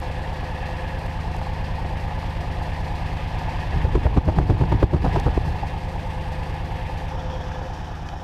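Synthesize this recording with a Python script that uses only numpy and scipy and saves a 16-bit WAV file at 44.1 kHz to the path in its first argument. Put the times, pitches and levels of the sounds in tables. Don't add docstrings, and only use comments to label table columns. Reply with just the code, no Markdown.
import sys
import numpy as np
from scipy import signal
from scipy.fft import rfft, irfft, next_fast_len
from scipy.io import wavfile
from scipy.ndimage import uniform_filter1d

SR = 44100
rng = np.random.default_rng(int(sys.argv[2]) if len(sys.argv) > 2 else 0)


def level_to_linear(level):
    exponent = np.asarray(level, float) / 20
    return 10 ** exponent


def generate_wav(sig):
    pcm = np.round(np.clip(np.atleast_2d(sig).T, -1, 1) * 32767).astype(np.int16)
    wavfile.write(sys.argv[1], SR, pcm)


N = 362943
SECONDS = np.arange(N) / SR
HZ = np.fft.rfftfreq(2 * next_fast_len((N + SR) // 2), 1 / SR)

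# time in [s], engine cycles done.
CRANK = [(-.0775, -3), (.0315, -2), (1.1242, 8), (2.108, 17), (2.4344, 20), (2.9808, 25), (4.0593, 35),
         (5.0465, 44), (6.2392, 55), (6.6767, 59), (7.4362, 66), (8.309, 74)]
# bank, pulse level in [dB], arrival after even spacing in [ms].
CYLINDERS = [(0, -.3, -2.83), (1, -3.4, -4.51), (0, -2.5, -4.56), (0, .3, -1.04), (1, 0, -5.47),
             (0, -3.2, -1.57), (1, -.2, -.74), (1, -1.8, -.84)]
# frequency in [Hz], width in [Hz], signed gain.
PIPES = [
    [(36.69, 26.33, 2.31), (72.09, 11.08, -1.59), (150.31, 8, -1.3), (174.5, 6, .75), (201.5, 7, .45),
     (257, 8, .6)],
    [(30.49, 24.32, 2.59), (95.44, 8.58, 3.28), (100, 22.03, -1.92)],
]
# panel knock in [dB], block knock in [dB], gas hiss in [dB].
FIRINGS = [(3, -9.5, 14), (-3.5, -17.5, 8), (5, -8.5, 5.5), (-6.5, -12.5, 12.5), (5, -17, -27),
           (-4, -9, 5.5), (-4.5, -9.5, 17), (5.5, -15, -2)]
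REPEATS = (.15, .08, .03)

# time in [s], share facing away.
TURN = [
    (0, 0.0089),
    (7.06, 0.04),
    (7.17, 0.57),
    (8.23, 0.64),
]
# time in [s], nearness to tailpipe in [dB], nearness to body in [dB].
PLACE = [(0, -3.5, 0.5), (.45, -4, 1), (.7, -4.5, 1), (1.3, -2.1, 0.5), (2.6, -2, 1.04), (3.5, -1.5, 2),
         (5.4, -1.5, 2.5), (5.8, -3, -0.5), (7.3, -3.5, 0), (7.75, -7, -1.5), (8.23, -8, -4.5)]
# from in [s], to in [s], level change in [dB].
SHADED = [
    (-1, 1.1, -2),
    (1.1, 5.75, -6),
    (7.2, 7.72, 3),
    (7.72, 9, -11),
]
WHEEL_SIDE_S = (2.9, 3.6)
# time in [s], half length in [s], level in [dB].
GLIMPSES = [
    (0.677, 0.14, -53),
    (3.597, 0.25, -63),
    (6.9, 0.15, -64),
    (5.5, .2, -60),
]

# frequency in [Hz], width in [Hz], level in [dB].
PANELS = [(322, 110, -10.5), (421.4, 36, -2), (590, 640, -7.5), (726.7, 27.3, 5), (791, 52, 1.5),
          (881.7, 85, 6), (916.8, 37.7, 6), (998, 37.5, 0.5), (1216, 35, -9)]
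# multiple of the cycle, level from behind in [dB], level from the wheel in [dB].
SHIELD_ORDERS = [(55, -5, -9), (56, 0, 0), (57, -4, -6), (58, 0, -10)]
# frequency in [Hz], width in [Hz].
CASTINGS = [(1720, 70), (1865, 70), (2520, 90), (2700, 80), (4800, 210)]
# frequency in [Hz], level in [dB per Hz].
BLOCK_NEAR = [(900, -50), (1100, 1), (1230, -13), (1400, -9), (1670, -2.5), (1860, -6), (2120, -3.5),
              (2610, -9), (2900, -8.5), (3500, -9.5), (4000, -18.5), (4400, -73)]
# frequency in [Hz], level in [dB per Hz].
BLOCK_AWAY = [(900, -27), (1100, 1), (1370, 1.5), (1720, -2.5), (2040, -14), (2300, -11), (2520, -10),
              (2750, -17), (3020, -1.5), (3400, -19), (3900, -10), (4300, -70)]
# frequency in [Hz], level in [dB per Hz].
HISS_NEAR = [(3300, -19), (3800, 4), (4200, 7.5), (4800, 2), (5500, 0.5), (6200, -4.5), (7200, -8.5),
             (8700, -9.5), (9600, -12), (10600, -15.5), (11800, -12), (13800, -22), (15200, -29)]
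# frequency in [Hz], level in [dB per Hz].
HISS_AWAY = [(3600, -41), (4200, -3), (4900, -1), (5420, 6), (6420, -4.5), (7200, -12), (8670, -24),
             (9500, -30), (10600, -22), (11700, -23), (12800, -23), (14000, -37), (15200, -42)]
# frequency in [Hz], level in [dB per Hz].
RUMBLE = [(15, -30), (40, -17), (100, -3), (175, -2), (215, -10), (340, -8), (420, -12), (600, -30)]
# time in [s], peak level in [dB].
PINGS = [(1.415, -17), (1.469, -16.5), (1.797, -19.5), (2.327, -22), (5.442, -29), (5.661, -21),
         (7.41, -20), (7.839, -39), (7.889, -28)]
# share of the cycle, level in [dB], ring in [Hz], ring width in [Hz].
CONTACTS = [(.03, -51, 1860, 250), (.215, -55, 4500, 1500), (.45, -61, 1250, 120), (.455, -54, 1720, 200),
            (.47, -54, 2700, 300), (.515, -50, 1720, 200), (.59, -59, 1250, 120), (.88, -47, 1860, 200),
            (.885, -55, 2550, 300), (.91, -61, 1250, 120), (.955, -49, 1860, 200), (.975, -52, 2550, 300)]
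# time in [s], level in [dB].
CONTACT_FADE = [(0, -2), (.4, -1), (.68, 2), (.95, 0), (1.3, -3), (3.3, -3), (3.6, -1), (5.5, -8),
                (7.1, -10), (7.3, -13), (8.23, -14)]
# time in [s], half length in [s], ring in [Hz], level in [dB].
ARCH_RINGS = [
    (7.203, .012, 3320, -49),
    (7.335, .025, 3300, -49),
    (7.413, .014, 3370, -48),
    (7.545, .02, 3500, -52),
]

# time in [s], level in [dB].
JET = [(0, -47), (3.6, -49), (3.75, -28.5), (4.1, -20), (4.7, -22), (5.1, -21.5), (5.3, -33), (5.55, -29.5),
       (5.68, -50), (8.23, -51)]
# frequency in [Hz], level in [dB per Hz].
THUMP = [(15, -34), (45, 0), (90, -6), (160, -10), (300, -35), (500, -21.5)]
# frequency in [Hz], level in [dB per Hz].
RASP = [(150, 9.5), (300, 18), (550, 4.5), (900, 6.5), (1400, -13.5), (3000, -17), (14000, -47)]
# time in [s], peak in [dB], frequency in [Hz], push +1 or
SLAPS = [(3.7439, -18, 55, -1), (3.8518, -11, 70, -1), (3.9584, -9, 55, -1), (3.9718, -14, 98, 1),
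         (4.0643, -6, 70, -1), (4.0885, -18, 55, 1), (4.1654, -16, 55, 1), (4.1799, -9, 137, -1),
         (4.1824, -5, 60, 1), (4.277, -12, 137, 1), (4.2899, -5, 70, 1), (4.3028, -13, 98, 1),
         (4.3187, -17, 90, 1), (4.3475, -17, 83, 1), (4.3861, -6, 137, 1), (4.3915, -7, 55, -1),
         (4.3965, -12, 137, -1), (4.4142, -12, 161, 1), (4.4307, -14, 55, 1), (4.4375, -15, 116, 1),
         (4.4629, -17, 77, -1), (4.4992, -8, 137, -1), (4.5139, -6, 90, 1), (4.5389, -13, 55, 1),
         (4.552, -12, 90, -1), (4.6108, -11, 98, -1), (4.6219, -8, 98, 1), (4.6282, -17, 55, -1),
         (4.6425, -11, 161, 1), (4.7121, -17, 55, 1), (4.7255, -12, 116, -1), (4.7416, -15, 107, 1),
         (4.7543, -11, 98, -1), (4.8378, -12, 55, 1), (4.8409, -3, 98, 1), (4.8573, -16, 83, 1),
         (4.9176, -19, 55, -1), (4.9341, -13, 116, -1), (4.9473, -4, 137, -1), (4.9498, -15, 83, -1),
         (4.9661, -8, 70, 1), (5.0201, -18, 70, 1), (5.0461, -13, 190, -1), (5.0518, -12, 55, -1),
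         (5.0693, -15, 107, -1), (5.0797, -15, 137, 1), (5.2706, -12, 55, -1), (5.2743, -15, 116, -1),
         (5.2992, -16, 55, -1), (5.379, -13, 55, -1),
         (3.7626, -20, 108, 1), (3.7715, -18, 121, -1), (3.8801, -18, 110, -1), (3.993, -17, 80, 1),
               (5.1543, -14, 110, 1), (5.1753, -15, 100, 1), (5.2629, -12, 112, 1), (5.415, -17, 90, 1),
               (5.4805, -18, 114, 1), (5.507, -20, 85, 1)]
# time in [s], peak in [dB], flutter in [Hz], length in [s].
RASPS = [(3.9553, -12, 390, 0.003), (3.9669, -17, 310, 0.002), (3.9791, -17, 310, 0.003),
         (4.0687, -17, 900, 0.002), (4.0735, -16, 390, 0.002), (4.168, -20, 340, 0.0045),
         (4.176, -15, 800, 0.002), (4.1787, -12, 270, 0.007), (4.1862, -20, 310, 0.0045),
         (4.2807, -17, 630, 0.002), (4.2848, -16, 240, 0.007), (4.2884, -17, 900, 0.002),
         (4.2884, -12, 560, 0.003), (4.2966, -19, 270, 0.0045), (4.2971, -22, 630, 0.007),
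         (4.2973, -18, 800, 0.003), (4.3878, -10, 800, 0.002), (4.4014, -13, 310, 0.003),
         (4.415, -15, 310, 0.002), (4.4993, -14, 800, 0.002), (4.4995, -20, 440, 0.007),
         (4.5059, -12, 340, 0.0045), (4.5093, -20, 240, 0.007), (4.5211, -14, 310, 0.003),
         (4.6118, -19, 900, 0.003), (4.6134, -16, 390, 0.002), (4.6215, -15, 310, 0.003),
         (4.6376, -17, 390, 0.003), (4.7227, -10, 340, 0.003), (4.7259, -17, 900, 0.0045),
         (4.729, -17, 440, 0.002), (4.7447, -17, 310, 0.003), (4.8293, -12, 630, 0.002),
         (4.8295, -17, 1020, 0.002), (4.8299, -10, 310, 0.0045), (4.8356, -17, 800, 0.003),
         (4.8361, -14, 390, 0.002), (4.8406, -12, 340, 0.003), (4.9372, -20, 560, 0.007),
         (4.9372, -12, 340, 0.0045), (4.9478, -12, 340, 0.003), (4.9655, -21, 340, 0.007),
         (5.0485, -17, 800, 0.0045), (5.049, -12, 270, 0.007), (5.0533, -15, 440, 0.002),
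         (5.0608, -17, 490, 0.0045), (5.0737, -22, 270, 0.007), (5.2687, -18, 440, 0.0045),
         (5.2834, -20, 270, 0.0045), (5.3776, -13, 340, 0.002),
         (3.854, -22, 500, .005), (3.957, -18, 750, .003), (4.057, -22, 540, .004),
               (4.066, -20, 620, .005), (5.064, -21, 720, .005), (5.161, -17, 665, .004),
               (5.163, -23, 950, .003), (5.172, -19, 390, .005), (5.269, -20, 750, .003),
               (5.279, -20, 500, .005), (5.377, -17, 720, .002)]

# time in [s], peak in [dB], frequency in [Hz], width in [Hz].
TICKS = [
    (.001, -36, 9000, 12000),
    (1.0625, -35, 4000, 5000),
    (1.366, -39, 6000, 8000),
    (5.1985, -28, 4500, 4500),
    (5.1985, -46, 11000, 3500),
]
# frequency in [Hz], level in [dB], 60 dB decay in [s].
CRACK = [(1900, -6, .01), (2519, -1, .009), (3100, -1, .009), (3800, -7, .008), (4500, -4, .009),
         (5900, -5, .007), (6900, -12, .005), (9000, -20, .005)]


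def rms_one(x):
    return x / np.sqrt(np.mean(x ** 2) + 1e-20)


def evened(x, seconds):
    return x / np.sqrt(uniform_filter1d(x ** 2, round(seconds * SR)) + 0.22)


def in_time(rows):
    s, *columns = np.transpose(rows)
    return [np.interp(SECONDS, s, column) for column in columns]


def passing(s, half_s):
    return np.exp(-((SECONDS - s) / half_s) ** 2)


def through(x, response):
    return irfft(rfft(x, 2 * len(HZ) - 2) * response)[:N]


def colour(points):
    hz, db = np.transpose(points)
    return level_to_linear(np.interp(np.log(HZ + 1), np.log(hz), db, left=-90, right=-90))


def resonance(hz, width_hz):
    return 1j * HZ * width_hz / (hz ** 2 - HZ ** 2 + 1j * HZ * width_hz)


def drift(rate_hz):
    r = np.exp(-2 * np.pi * rate_hz / SR)
    noise = rng.standard_normal(N + SR)
    return rms_one(signal.lfilter([1], [1, -2 * r, r * r], noise)[SR:])


def clicks(times, sizes):
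    out = np.zeros(N + SR)
    at = np.round(np.asarray(times) * SR).astype(int)
    np.add.at(out, at[at >= 0], np.asarray(sizes)[at >= 0])
    return out[:N]


def firing_times():
    s, cycles = np.transpose(CRANK)
    count = np.arange(-24, 592)
    return np.interp(count / 8, cycles, s), count % 8


def crank_angle():
    return np.interp(SECONDS, *np.transpose(CRANK))


def repeating(share):
    memory, steps = .9, 4800
    angle = crank_angle() + 3
    fresh = rng.standard_normal((110, steps))
    turns = signal.lfilter([np.sqrt(1 - memory ** 2)], [1, -memory], fresh, axis=0)[30:]
    again = turns[angle.astype(int), (angle % 1 * steps).astype(int)]
    return np.sqrt(share) * again + np.sqrt(1 - share) * rng.standard_normal(N)


def levels():
    (pipe, body), (jet,) = in_time(PLACE), in_time(JET)
    lift = 0.33 * np.maximum(jet + 29.5, 0)
    fade_s = 0.06
    shade = sum(db * (np.tanh((SECONDS - start) / fade_s) - np.tanh((SECONDS - end) / fade_s)) / 2
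                for start, end, db in SHADED)
    return {
        "pulse": -26 + pipe + lift,
        "panel": -38 + body + lift,
        "shield": -43.5 + shade + lift,
        "block": -44.5 + body + 0.73 * lift,
        "hiss": -56 + body + 0.68 * lift,
        "hiss top": 3.5 - 0.78 * body,
        "arch": -61 + 5 * passing(7.32, 0.2),
    }


def engine():
    level = levels()
    rumble = level_to_linear(-45.5) * rms_one(through(repeating(.5), colour(RUMBLE)))
    knock = knocking(0, late_s=0.009, rise_s=0.0012, decay_s=0.006, steady=1.1, uneven_db=2.5)
    clatter = knocking(1, late_s=-0.0037, rise_s=0.00085, decay_s=0.018, steady=1.0, uneven_db=2.5)
    facing_away, = in_time(TURN)
    arch = facing_away * rms_one(through(clatter, resonance(3440, 850) ** 2))
    return (level_to_linear(level["pulse"]) * pulses(uneven_db=.45, jitter_ms=0.093)
            + rumble
            + level_to_linear(level["panel"]) * panel_ring(knock)
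            + level_to_linear(level["shield"]) * shield_ring(knock)
            + level_to_linear(level["block"]) * block_clatter(clatter)
            + level_to_linear(level["arch"]) * arch
            + glimpses(clatter)
            + level_to_linear(level["hiss"]) * gas_hiss(level["hiss top"]))


def pulses(uneven_db, jitter_ms):
    s, cylinder = firing_times()
    bank, db, lag_ms = np.array(CYLINDERS)[cylinder].T
    chance = rng.standard_normal((len(s), 2))
    s = s + (lag_ms + jitter_ms * chance[:, 0]) / 1000
    sizes = level_to_linear(db + uneven_db * chance[:, 1])
    out = 0
    for k, pipe in enumerate(PIPES):
        response = sum(gain * resonance(hz, width_hz) for hz, width_hz, gain in pipe)
        out = out + through(clicks(s, sizes * (bank == k)), response)
    notch = 1 - .7 * resonance(220.5, 20)
    return rms_one(through(out, notch / np.sqrt(1 + (HZ / 210) ** 8)))


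def knocking(layer, late_s, rise_s, decay_s, steady, uneven_db):
    s, cylinder = firing_times()
    sizes = level_to_linear(np.array(FIRINGS)[cylinder, layer] + uneven_db * rng.standard_normal(len(s)))
    rise = 1 / (1 + 2j * np.pi * HZ * rise_s) ** 2
    decay = 1 / (1 + 2j * np.pi * HZ * decay_s)
    swell = through(clicks(abs(s + late_s), sizes * (s > -.03)), rise * decay)
    return (steady + swell / swell.mean()) * repeating(REPEATS[layer])


def muffled():
    return 1 / (1 + (HZ / 1700) ** 4)


def panel_ring(knock):
    modes = sum((-1) ** k * level_to_linear(db) * resonance(hz, width_hz)
                for k, (hz, width_hz, db) in enumerate(PANELS))
    return rms_one(through(knock, modes * muffled()))


def shield_ring(knock):
    wheel_side = np.interp(SECONDS, WHEEL_SIDE_S, [0, 1])
    angle = crank_angle()
    hum = 0
    for k, rear_db, wheel_db in SHIELD_ORDERS:
        db = rear_db + wheel_side * (wheel_db - rear_db) + .8 * drift(3)
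        hum = hum + level_to_linear(db) * np.sin(2 * np.pi * k * angle + k ** 2 + .3 * drift(3))
    rattle = rms_one(through(knock, muffled() * resonance(518, 28)))
    return rms_one(rattle + 2.8 * hum)


def patchy(x, near, away, patchy_db):
    share, = in_time(TURN)
    facing = (1 - share) * rms_one(through(x, colour(near)))
    x = facing + share * rms_one(through(x, colour(away)))
    centres = np.geomspace(near[0][0], near[-1][0], num=6)
    step = np.log(centres[1] / centres[0])
    out = 0
    for centre in centres:
        band = np.clip(1 - abs(np.log((HZ + 1) / centre)) / step, 0, 1)
        out = out + level_to_linear(patchy_db * drift(1.5)) * through(x, band)
    return rms_one(out)


def block_clatter(clatter):
    rings = sum(resonance(hz, width_hz) for hz, width_hz in CASTINGS[:4])
    return patchy(through(clatter, 1 + .9 * rings), BLOCK_NEAR, BLOCK_AWAY, patchy_db=.7)


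def glimpses(clatter):
    seen = sum(level_to_linear(db) * passing(s, half_s) for s, half_s, db in GLIMPSES)
    rings = sum(resonance(hz, width_hz) for hz, width_hz in CASTINGS[:4])
    return seen * rms_one(through(clatter, rings ** 2))


def gas_hiss(top_db):
    gas = knocking(2, late_s=-.008, rise_s=.007, decay_s=.007, steady=.6, uneven_db=1.5)
    hiss = patchy(through(gas, 1 + .8 * resonance(*CASTINGS[4])), HISS_NEAR, HISS_AWAY, patchy_db=.5)
    return hiss + (level_to_linear(top_db) - 1) * through(hiss, 1 / (1 + (6500 / (HZ + 1)) ** 8))


def pings():
    s, db = np.transpose(PINGS)
    panels = resonance(880, 100) - 0.67 * resonance(660, 90)
    return through(clicks(s, level_to_linear(db - 6)), panels) * SR / (2 * np.pi * 110)


def contacts():
    s, cycles = np.transpose(CRANK)
    out = 0
    for part, db, hz, width_hz in CONTACTS:
        at = np.interp(np.arange(-2, 73) + part, cycles, s)
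        chance = rng.standard_normal((len(at), 2))
        sizes = level_to_linear(3.0 * np.clip(chance[:, 1], -2, 1.2))
        ring = through(clicks(at + 5e-4 * chance[:, 0], sizes), resonance(hz, width_hz) ** 2)
        out = out + level_to_linear(db) * ring * SR / (2 * width_hz)
    return level_to_linear(9 + in_time(CONTACT_FADE)[0]) * out


def arch_rings():
    noise = rng.standard_normal(N)
    out = 0
    for s, half_s, hz, db in ARCH_RINGS:
        ring = evened(rms_one(through(noise, resonance(hz, 200) ** 2)), .01)
        out = out + level_to_linear(db) * passing(s, half_s) * ring
    return out


def buffeting():
    low = evened(rms_one(through(rng.standard_normal(N), colour(THUMP))), 0.02)
    fluttering = level_to_linear(3.9 * drift(164)) * rng.standard_normal(N)
    high = evened(rms_one(through(fluttering, colour(RASP))), 0.0072)
    spray = level_to_linear(-39) * through(rng.standard_normal(N), resonance(5000, 9000))
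    eddies_db, = in_time(JET)
    out = level_to_linear(eddies_db - 4 + 2.5 * drift(23)) * low + level_to_linear(eddies_db - 15) * high
    reach = 2000
    t = np.arange(-reach, reach) / SR
    for s, peak_db, hz, push in SLAPS:
        span = slice(round(s * SR) - reach, round(s * SR) + reach)
        slap = push * np.exp(-(t * hz / .7) ** 2) * np.cos(2 * np.pi * hz * t)
        wash = np.exp(-(t / .016) ** 2) * (low[span] + .5 * high[span])
        out[span] += level_to_linear(peak_db) * slap + level_to_linear(peak_db - 20) * wash
    for s, peak_db, flutter_hz, length_s in RASPS:
        span = slice(round(s * SR) - reach, round(s * SR) + reach)
        flutter = np.cos(2 * np.pi * (flutter_hz * t + rng.random()) + .5 * high[span])
        u = t / length_s + .15
        edge = np.exp(-(u / np.where(u < 0, .85, 1.3)) ** 2)
        out[span] += level_to_linear(peak_db) * edge * (.16 * high[span] + flutter + .35 * spray[span])
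    return out


def ticks():
    out = np.zeros(N)
    for s, db, hz, width_hz in TICKS:
        moments = s + np.sort(rng.uniform(0, .002, 5))
        crack = clicks(moments, rng.choice([-1, 1], 5) * [1, .8, .7, .5, .4])
        crack = through(crack, resonance(hz, width_hz) ** 2 + .01 / (1 + (HZ / 8000) ** 4))
        out += level_to_linear(db) * crack / abs(crack).max()
    return out


def housing_knock():
    knock_s, knock_db = 8.088, -30
    out = 0
    for late_s, loss_db in [(0, -1), (.0016, -4)]:
        t = np.maximum(SECONDS - knock_s - late_s, 0)
        rings = sum(level_to_linear(knock_db + loss_db + db - 60 * t / t60) * np.sin(2 * np.pi * hz * t)
                    for hz, db, t60 in CRACK)
        out = out + (1 - np.exp(-t / 3e-4)) * rings
    return out


def scene():
    machine = engine() + pings() + contacts() + arch_rings()
    return (machine + buffeting() + ticks() + housing_knock())[None]


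def band_limit(x):
    return signal.sosfilt(signal.butter(12, 15330, fs=SR, output="sos"), x)


def record(dry):
    level_db = 20 * np.log10(uniform_filter1d(abs(dry[0]), size=220) + 1e-6)
    slope = 57 * SECONDS
    held_db = np.maximum.accumulate(level_db + slope) - slope
    duck_db = -.7 * np.maximum(held_db + 17, 0)
    lag = np.exp(-1 / (.006 * SR))
    x = dry * level_to_linear(signal.lfilter([1 - lag], [1, -lag], duck_db))
    x = 1.14 * np.tanh(x / .95)
    top_cut = signal.cheby2(12, 40, 15700, fs=SR, output="sos")
    return band_limit(signal.sosfilt(top_cut, x))


dry = scene()
out = record(dry)
generate_wav(out)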